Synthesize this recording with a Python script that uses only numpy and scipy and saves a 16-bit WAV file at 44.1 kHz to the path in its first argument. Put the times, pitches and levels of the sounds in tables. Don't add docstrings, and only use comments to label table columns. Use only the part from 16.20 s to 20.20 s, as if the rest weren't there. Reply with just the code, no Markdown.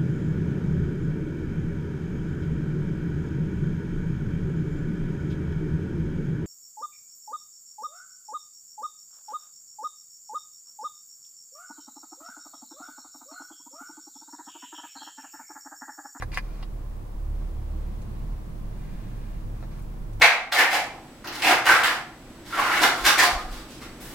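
import sys
import numpy as np
from scipy import signal
from scipy.fft import rfft, irfft
from scipy.io import wavfile
from scipy.ndimage import uniform_filter1d

SR = 44100
rng = np.random.default_rng(int(sys.argv[2]) if len(sys.argv) > 2 else 0)


def generate_wav(sig):
    pcm = np.round(np.clip(np.atleast_2d(sig).T, -1, 1) * 32767).astype(np.int16)
    wavfile.write(sys.argv[1], SR, pcm)


N = 176400
T = np.arange(N) / SR


def amp(db):
    return 10 ** (np.asarray(db) / 20)


def curve(rows, column=1):
    rows = np.array(rows, float)
    return np.interp(T, rows[:, 0], rows[:, column])


def colour(x, tone):
    hz, db = np.array(tone, float).T
    log_hz = np.log(np.fft.rfftfreq(N, 1 / SR) + 1)
    gain = amp(np.interp(log_hz, np.log(hz), db))
    return irfft(rfft(x) * gain / np.sqrt(np.mean(gain ** 2)), N)


def noise(tone):
    return colour(rng.standard_normal(N), tone)


def keep_side(x, hz, side, order=2):
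    return signal.sosfilt(signal.butter(order, hz, side, fs=SR, output="sos"), x)


def keep_band(x, low_hz, high_hz):
    return keep_side(keep_side(x, low_hz, "high"), high_hz, "low", order=4)


def delay(x, start_s):
    return np.concatenate([np.zeros(int(start_s * SR)), x])[:N]


def fade(fade_s):
    return np.exp(-np.log(1000) * T / fade_s)


def drift(rate_hz):
    slow = keep_side(rng.standard_normal(N), rate_hz, "low")
    return slow / slow.std()


def lean_right(x, db):
    return x * amp(np.array([[-db], [db]]) / 2)


def burst(decay_s):
    return rng.standard_normal(N) * np.exp(-T / decay_s)


def plastic_ring(notes):
    return sum(amp(db) * np.sin(2 * np.pi * hz * T) * fade(fade_s) for hz, db, fade_s in notes)


def rub(strokes, tone, ramp_s, grain, clicks_per_s=1600):
    slips = rng.random(N) < clicks_per_s / SR
    clicks = slips * rng.standard_normal(N) * np.sqrt(SR / clicks_per_s)
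    friction = (grain * clicks + rng.standard_normal(N)) / np.hypot(grain, 1)
    contact = sum(amp(db) * np.clip(np.minimum(T - start, end - T) / ramp_s, 0, 1)
                  for start, end, db in strokes)
    return colour(friction, tone) * contact


def air():
    # frequency in Hz, relative level in dB. The side tones make the two ears differ.
    air_tone = [(15, 5), (28, -8.5), (50, 4), (90, -14), (125, -3), (160, -23.5), (220, -12.5),
                (280, -18.5), (317, -11), (390, -19), (540, -20.5), (880, -26), (1050, -24.5), (1350, -32),
                (2000, -37), (3000, -43), (6000, -45.5), (11000, -46), (16000, -47.5)]
    air_side_tone = [(15, -10), (50, 13), (120, -10), (200, -5), (330, -5.5), (500, -8), (1000, -10),
                     (1500, -20.5), (3000, -27.5), (6000, -32.5), (16000, -33.5)]
    rumble_tone = [(60, -9), (120, 4), (155, 2.5), (205, 0.5), (270, -13.5), (400, -26.5), (800, -35.5),
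                   (2000, -35), (5000, -44), (16000, -54)]
    rumble_side_tone = [(60, -19), (130, -21), (200, 1), (300, 2), (500, -20), (1000, -19), (3000, -27),
                        (16000, -45)]
    # time in seconds, level in dB.
    rumble_levels = [(0, -48), (1.1, -52), (1.22, -41.5), (1.36, -50), (1.55, -44), (2.05, -42),
                     (2.35, -44), (2.85, -42.5), (3.2, -45.5), (3.5, -43.5), (4, -46)]
    swell = amp(curve(rumble_levels))
    middle = amp(-41) * noise(air_tone) + swell * noise(rumble_tone)
    side = amp(-48) * noise(air_side_tone) + amp(-11) * swell * noise(rumble_side_tone)
    return lean_right(middle, db=0.6) + np.array([side, -side])


def engine():
    # time in seconds, firings per second.
    firing_rates = [(0, 36), (.6, 36), (1.2, 35.8), (1.6, 36.5), (2.0, 36.3), (2.6, 35.6), (3.2, 35.6),
                    (4, 36)]
    # time in seconds, then the levels in dB of the deep note and its two overtones.
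    throb_levels = [(0, -36, -38, -47), (.3, -34, -57.5, -50.5), (.72, -35, -42, -50.5),
                    (.82, -39.5, -51, -46), (.95, -36, -48, -58), (1.09, -28, -35, -38.5),
                    (1.27, -29.5, -44, -64), (1.39, -35, -37, -37.5), (1.58, -30, -35, -64),
                    (1.76, -33, -42.5, -54), (1.88, -39, -43.5, -43), (2.12, -29, -43, -46),
                    (2.26, -38, -49.5, -47.5), (2.42, -36.5, -51, -45.5), (2.9, -35.5, -53, -47.5),
                    (3.3, -34.5, -42.5, -43.5), (3.6, -36.5, -51, -52.5), (4, -34, -59, -41)]
    phase = 2 * np.pi * (np.cumsum(curve(firing_rates)) / SR + rng.random())
    throb = 0
    for multiple in (1, 2, 3):
        wobble_db = 0.65 * multiple * drift(rate_hz=13)
        level = amp(curve(throb_levels, column=multiple) + wobble_db)
        throb += level * np.sqrt(2) * np.sin(multiple * phase + 2 * np.pi * rng.random())
    return lean_right(throb, db=1.6)


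def echoes(fade_s, even_hz=160):
    spectrum = rfft(rng.standard_normal(N) * fade(fade_s))
    power = uniform_filter1d(np.abs(spectrum) ** 2, int(even_hz * N / SR))
    return irfft(spectrum / np.sqrt(power), N) * (T < 2 * fade_s)


def cabin(x, split_hz=3160, echo_gap_s=0.002):
    ears = []
    for lag_s in (0.00007, 0):
        low = amp(-2) * keep_side(echoes(fade_s=0.057), split_hz, "low", order=4)
        high = amp(2) * keep_side(echoes(fade_s=0.068), split_hz, "high", order=4)
        reflected = signal.fftconvolve(x, delay(low + high, echo_gap_s))[:N]
        ears.append(delay(x, lag_s) + reflected)
    return np.array(ears)


def arm():
    # start in seconds, end in seconds, level in dB.
    swings = [(.95, 2.3, -58)]
    reaches = [(2.44, 3.32, -63.5)]
    # frequency in Hz, relative level in dB.
    swing_tone = [(150, -21), (330, 15), (450, 11.5), (700, 4.5), (1200, -2), (2000, -11), (4000, -14),
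                  (8000, -30), (16000, -24)]
    reach_tone = [(500, -12), (1200, -16), (1600, 6), (1950, 1.5), (2350, 3), (3000, -5), (3900, -6),
                  (5500, -13), (16000, -23)]
    swing = rub(swings, swing_tone, ramp_s=0.3, grain=0.24)
    return swing + rub(reaches, reach_tone, ramp_s=0.2, grain=0.4)


def finger_taps():
    # start in seconds, level in dB, low and high cut-off in Hz.
    taps = [(0.4202, -41, 500, 2000), (0.429, -29.5, 400, 3870), (1.818, -46.5, 1500, 9000),
            (3.592, -50, 5000, 13000), (3.622, -48, 7000, 12800), (3.932, -51, 1500, 12000)]
    return sum(amp(db) * delay(keep_band(burst(decay_s=0.0023), low_hz, high_hz), start)
               for start, db, low_hz, high_hz in taps)


def hand_brush():
    # start in seconds, end in seconds, level in dB.
    strokes = [(.22, .43, -60), (3.34, 3.46, -64), (3.50, 3.61, -61)]
    # frequency in Hz, relative level in dB.
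    skin_tone = [(300, -23), (1000, 11), (2050, 4), (2420, 8), (2800, -4), (4500, -2), (7000, -9),
                 (16000, -18)]
    return rub(strokes, skin_tone, ramp_s=0.0099, grain=1.0)


def knob():
    # pitch in Hz, level in dB, fade time in seconds.
    notes = [(667, -3, 0.038), (845, 3.5, 0.0094), (1280, -2, 0.013), (1700, -4, 0.0079),
             (3780, -12.5, .015)]
    # start in seconds, level in dB.
    clicks = [(3.4273, -40.5), (3.4369, -45)]
    ring = plastic_ring(notes)
    return sum(amp(db) * delay(ring, start) for start, db in clicks)


def cover_slide():
    # start in seconds, end in seconds, level in dB.
    slides = [(0, .023, -53.5), (.126, .174, -47)]
    # frequency in Hz, relative level in dB.
    rail_tone = [(300, 2), (1000, 11.5), (1700, 0), (2400, 15), (3000, 2), (4700, -3), (6000, -4),
                 (10500, -10), (16000, -22)]
    return rub(slides, rail_tone, ramp_s=0.0014, grain=2.4)


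def cover_knocks(rise_s=0.00045):
    # pitch in Hz, level in dB, fade time in seconds.
    notes = [(298, -17.5, 0.021), (496, -16.5, 0.035), (817, -18.5, 0.042), (1024, -15.5, 0.05),
             (1150, -3.5, 0.011), (1710, -35, 0.026), (1720, -25, 0.025), (1758, 3, 0.0056),
             (2000, -5.5, 0.012), (2397, -17.5, 0.045), (2425, -23, 0.034), (3970, -18.5, .012),
             (4480, -17, 0.021), (4830, -12, 0.017)]
    # start in seconds, ring level in dB, its low and high cut-off in Hz, crack level in dB.
    knocks = [(0.0095, -34, 800, 2500, -50), (0.0223, -13, 150, 1630, -38), (0.0247, -33, 150, 1170, -40.5),
              (0.118, -30, 2200, 5500, -46), (0.1342, -29, 1300, 2670, -44),
              (.1440, -26, 3620, 8000, -34.5), (0.1465, -22, 5000, 6040, -53),
              (0.1648, -30, 600, 2500, -47), (0.1729, -11, 670, 3140, -30.5),
              (0.1838, -23.5, 1000, 5060, -50), (0.4264, -28.5, 3320, 4700, -49)]
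    # frequency in Hz, relative level in dB.
    crack_tone = [(500, -3), (2300, -1), (3000, 1), (3900, 14), (4750, 9.5), (5600, 6.5), (7000, 3.5),
                  (8200, 1), (10200, 3), (13000, -6), (16000, -12)]
    rise = np.minimum(T / rise_s, 1) ** 2
    ring = rise * plastic_ring(notes)
    body, cracks = 0, 0
    for start, ring_db, low_hz, high_hz, crack_db in knocks:
        body += amp(ring_db) * delay(keep_band(ring, low_hz, high_hz), start)
        cracks += amp(crack_db) * delay(rise * burst(decay_s=0.0017), start)
    return body + colour(cracks, crack_tone)


def scene():
    handling = cover_knocks() + cover_slide() + finger_taps() + arm() + hand_brush() + knob()
    return cabin(handling) + engine() + air()


def record(dry, whine_hz=15730, top_hz=15800):
    whine = amp(-80) * np.sqrt(2) * np.sin(2 * np.pi * whine_hz * T)
    treble_cut = signal.ellip(12, 0.1, 80, top_hz, fs=SR, output="sos")
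    return signal.sosfilt(treble_cut, dry + whine)


dry = scene()
out = record(dry)
generate_wav(out)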